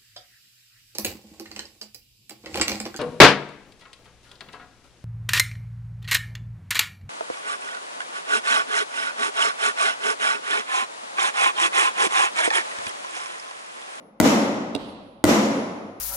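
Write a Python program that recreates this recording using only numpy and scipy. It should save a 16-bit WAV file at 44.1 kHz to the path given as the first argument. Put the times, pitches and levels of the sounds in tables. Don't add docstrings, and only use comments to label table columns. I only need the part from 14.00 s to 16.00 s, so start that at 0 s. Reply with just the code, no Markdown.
import sys
import numpy as np
from scipy import signal
from scipy.fft import rfft, irfft, next_fast_len
from scipy.io import wavfile
from scipy.ndimage import uniform_filter1d

SR = 44100
rng = np.random.default_rng(int(sys.argv[2]) if len(sys.argv) > 2 else 0)


def voltage_ratio(decibels):
    exponent = np.asarray(decibels, float) / 20
    return 10 ** exponent


def dump(signal):
    limited = np.clip(np.atleast_2d(signal).T, -1, 1)
    pcm = np.round(limited * 32767).astype(np.int16)
    wavfile.write(sys.argv[1], SR, pcm)


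N = 88200


def unit(x):
    return x / np.sqrt(np.mean(x ** 2) + 1e-20)


def along(points, hz):
    freq_hz, value = np.transpose(points)
    return np.interp(np.log(hz + 1), np.log(freq_hz + 1), value)


def filtered(x, response):
    size = next_fast_len(x.shape[-1] + 4096)
    spectrum = rfft(x, size) * response(np.fft.rfftfreq(size, 1 / SR))
    return irfft(spectrum, size)[..., :x.shape[-1]]


# freq_hz, correlation
LIKENESS = [(60, 0.78), (180, 1), (550, 0.66), (1650, -0.3), (4970, -0.02), (15000, 0.12)]


def diffuse_noise(n, colour):
    def mid_side(hz):
        turn = np.arccos(np.clip(along(LIKENESS, hz), -1, 1)) / 2
        return colour(hz) * [np.cos(turn), np.sin(turn)]

    mid, side = filtered(rng.standard_normal((2, n)), mid_side)
    return unit(np.array([mid + side, mid - side]))


# freq_hz, level_db_per_hz
HUM_SPECTRUM = [(24, -54), (40, 13), (294, -39), (796, -17), (1540, -60), (2470, -11), (9000, -42),
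                (11700, -85), (19800, -120)]


def room_hum():
    level_db = -77
    return voltage_ratio(level_db) * diffuse_noise(N, lambda hz: voltage_ratio(along(HUM_SPECTRUM, hz)))


# freq_hz, t60_s
ROOM_T60 = [(50, 2.3), (200, 1.368), (700, 1.677), (2000, 1.252), (5000, 1.015), (8000, 0.81),
            (12000, 0.68), (16000, 0.36)]
# freq_hz, level_db
ROOM_EARLY = [(250, -5), (1000, -16), (5000, -20), (12000, -10)]


def room_answer(spectrum, peaks, bright_db, t):
    swell_s, onset_s = 0.056, 0.0014

    def colour(hz):
        lift_db = bright_db * np.log2(1 + hz / 1000)
        for centre_hz, width_hz, peak_db in peaks:
            lift_db = lift_db + peak_db / (1 + (2 * (hz - centre_hz) / width_hz) ** 2)
        return voltage_ratio(along(spectrum, hz) + lift_db)

    hz, time_s, bins = signal.stft(diffuse_noise(len(t), colour), SR, nperseg=512)
    decay_db = -60 * time_s / along(ROOM_T60, hz)[:, None]
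    swell_db = along(ROOM_EARLY, hz)[:, None] * np.clip(1 - time_s / swell_s, 0, 1)
    tail = signal.istft(bins * voltage_ratio(decay_db + swell_db), SR, nperseg=512)[1][:, :len(t)]
    return tail * (1 - np.exp(-t / onset_s))


# delay_s, level_db
WALLS = [(.0112, -8), (.0142, -16), (.021, -25), (.029, -25)]


def wall_echoes(near):
    top_hz = 8000
    dull = filtered(near, lambda hz: 1 / (1 + 1j * hz / top_hz))
    return sum(voltage_ratio(level_db) * np.roll(dull, round(delay_s * SR), axis=1) for delay_s, level_db in WALLS)


def camera_jolt(level_db, t):
    centre_hz, t60_s, rise_s = 70, 0.41, 0.0055

    def band(hz):
        return 1 / (1 + (2.0 * np.log(hz / centre_hz + 1e-9)) ** 4)

    shake = unit(filtered(rng.standard_normal((2, len(t))), band))
    return shake * voltage_ratio(level_db - 60 * t / t60_s) * (1 - np.exp(-t / rise_s))


def ring(modes, t, rise_s, scatter_db):
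    total = 0
    for freq_hz, level_db, t60_s in modes:
        start_db = level_db + scatter_db * rng.standard_normal()
        total = total + voltage_ratio(start_db - 60 * t / t60_s) * np.sin(2 * np.pi * freq_hz * t)
    return (1 - np.exp(-t / rise_s)) * total


def desk_knock(modes, t):
    lag_s = 0.0015
    return ring(modes, np.clip(t - lag_s, 0, None), rise_s=0.0014, scatter_db=2)


def desk_flick(t):
    freq_hz, level_db = 600, 1
    return -voltage_ratio(level_db) * np.sin(2 * np.pi * freq_hz * t) * (t < 1 / freq_hz / 2)


def punch_clank(modes, t):
    left = ring(modes, t, rise_s=0.000195, scatter_db=3)
    right = ring(modes, t, rise_s=0.00014, scatter_db=3)
    return np.array([left, right])


def contact_crack(spectrum, t):
    contact_s, release_s, sag_db, side_gain = 0.0041, 0.006, 4.5, 1
    n = SR // 10
    mid, side = unit(filtered(rng.standard_normal((2, n)), lambda hz: voltage_ratio(along(spectrum, hz))))
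    grit = np.pad(mid + side_gain * side * [[1], [-1]], ((0, 0), (0, len(t) - n)))
    release_db = -60 * np.clip(t - contact_s, 0, 1) / release_s
    return grit * voltage_ratio(release_db - sag_db * t / contact_s - 3)


def hits(events, crack_spectrum, punch, room_spectrum, room_peaks, desk, desk_db, jolt_db):
    lead_s, span_s = 1, 2
    out = np.zeros((2, N + (lead_s + span_s) * SR))
    t = np.arange(span_s * SR) / SR
    for start_s, crack_db, room_db, pan_db, *bright_db in events:
        near = contact_crack(crack_spectrum, t) + punch_clank(punch, t) + desk_flick(t)
        near = near + voltage_ratio(desk_db) * desk_knock(desk, t)
        near = near + wall_echoes(near)
        near = near + camera_jolt(jolt_db, t)
        far = room_answer(room_spectrum, room_peaks, sum(bright_db), t)
        sound = voltage_ratio(crack_db) * near + voltage_ratio(room_db) * far
        start = round((start_s + lead_s) * SR)
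        out[:, start:][:, :len(t)] += sound * voltage_ratio([[pan_db / 2], [-pan_db / 2]])
    return out[:, lead_s * SR:][:, :N]


# time_s, level_db
HEAD_TURN = [(0, -83), (.07, -78.5), (.17, -99), (.25, -53.5), (.45, -63), (.6, -77), (.73, -82),
             (.82, -86), (.9, -69), (.97, -89), (1.09, -81.5), (1.22, -92), (1.4, -72), (1.58, -66),
             (1.7, -73.5), (1.83, -80.5), (2, -86)]


def hammer_head_ring():
    freq_hz, pan_db, gain_db = 10655, 13.5, 7.5
    t = np.arange(N) / SR
    level_db = uniform_filter1d(np.interp(t, *np.transpose(HEAD_TURN)), size=SR // 40)
    tone = voltage_ratio(level_db + gain_db) * np.sin(2 * np.pi * freq_hz * t)
    return tone * voltage_ratio([[pan_db / 2], [-pan_db / 2]])


# start_s, crack_db, room_db, left_over_right_db
TAP = [
    (.7500, -23.5, -39.5, -6.5),
]
# freq_hz, level_db_per_hz
TAP_CRACK = [(500, 1), (1300, -15), (2200, -25), (3700, -2), (6000, -20), (8400, -17.5), (10000, -24.5),
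             (16000, -40)]
TAP_ROOM = [(250, -2), (1000, -8.5), (1900, -24.5), (2700, -9.5), (4300, -11), (6300, -28.5),
            (10000, -34.5), (15500, -38)]
# freq_hz, width_hz, lift_db
TAP_PEAKS = [(288, 60, 3), (3500, 900, 1.5), (8500, 1000, 12)]
# freq_hz, level_db, t60_s
TAP_PUNCH = [(2800, -10, 0.027), (3424, -6, .025), (3750, -9, 0.023), (4460, -19, 0.028),
             (8590, -11, 0.012)]
TAP_DESK = [(301, 0.5, 0.073), (408, -2, 0.049), (480, -3, 0.043), (750, -8, 0.028)]


def light_tap():
    return hits(TAP, TAP_CRACK, TAP_PUNCH, TAP_ROOM, TAP_PEAKS, TAP_DESK, desk_db=7.5, jolt_db=-31)


# start_s, crack_db, room_db, left_over_right_db, room_brightness_db_per_octave
BLOWS = [
    (-0.78, -5, -15, 1, 1.5),
    (.2006, -7.5, -11, 1, -0.37),
    (1.2402, -8, -11.5, 0.5, 0),
]
# freq_hz, level_db_per_hz
BLOW_CRACK = [(240, 18), (400, -6), (1780, -3.5), (2930, -10), (8320, -9), (12100, -13), (13700, -10),
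              (16500, -14)]
BLOW_ROOM = [(24, -72), (40, -52), (148, -14), (211, -6.5), (536, -8), (1260, -12.5), (11900, -34),
             (15300, -32), (16500, -78)]
# freq_hz, width_hz, lift_db
BLOW_PEAKS = [(95, 13, 9), (215.6, 49, 9), (284.5, 46, 8), (558, 37, 4.5), (1654, 510, -3.5),
              (2030, 250, 3.5), (5660, 746, 6), (6950, 1290, 7)]
# freq_hz, level_db, t60_s
BLOW_PUNCH = [(1050, -6, 0.01), (1470, -4.5, 0.015), (1977, -6, 0.015), (3055, -12, 0.012),
              (3830, -12, 0.015), (4520, -14, 0.015), (6960, -14, .012), (8220, -9.5, 0.0073)]
BLOW_DESK = [(101, -16, .12), (215, -8, 0.12), (305.6, -0.5, 0.12), (645, -8.5, 0.059), (780, -14, .03)]


def hammer_blows():
    return hits(BLOWS, BLOW_CRACK, BLOW_PUNCH, BLOW_ROOM, BLOW_PEAKS, BLOW_DESK, desk_db=1.5, jolt_db=-19)


def scene():
    return room_hum() + hammer_head_ring() + light_tap() + hammer_blows()


def treble_masked(x):
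    low_hz, threshold_db, drop_db = 9200, -60.5, -15
    hz, _, bins = signal.stft(x, SR, nperseg=1024)
    power = uniform_filter1d(np.mean(np.abs(bins) ** 2, axis=0), size=3, axis=1)
    share = uniform_filter1d(power, size=15, axis=0) / (power.sum(axis=0) + 1e-20)
    share_db = 10 * np.log10(np.abs(share) + 1e-20)
    drop = np.clip((threshold_db - share_db) / 2 + 0.5, 0, 1) * (hz > low_hz)[:, None]
    return signal.istft(bins * voltage_ratio(drop_db * drop), SR, nperseg=1024)[1][:, :N]


def band_limit(x):
    return signal.sosfilt(signal.butter(12, 16980, fs=SR, output="sos"), x)


def record(dry):
    low_hz, top_hz, hiss_db = 43.4, 16000, -92

    def mic(hz):
        return (1j * hz / (low_hz + 1j * hz)) ** 2 / (1 + (hz / top_hz) ** 40)

    limited = dry / (1 + np.abs(dry) ** 6) ** (1 / 6)
    heard = treble_masked(filtered(limited, mic))
    mix = heard + voltage_ratio(hiss_db) * rng.standard_normal((2, N))
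    return band_limit(mix)


dry = scene()
out = record(dry)
dump(out)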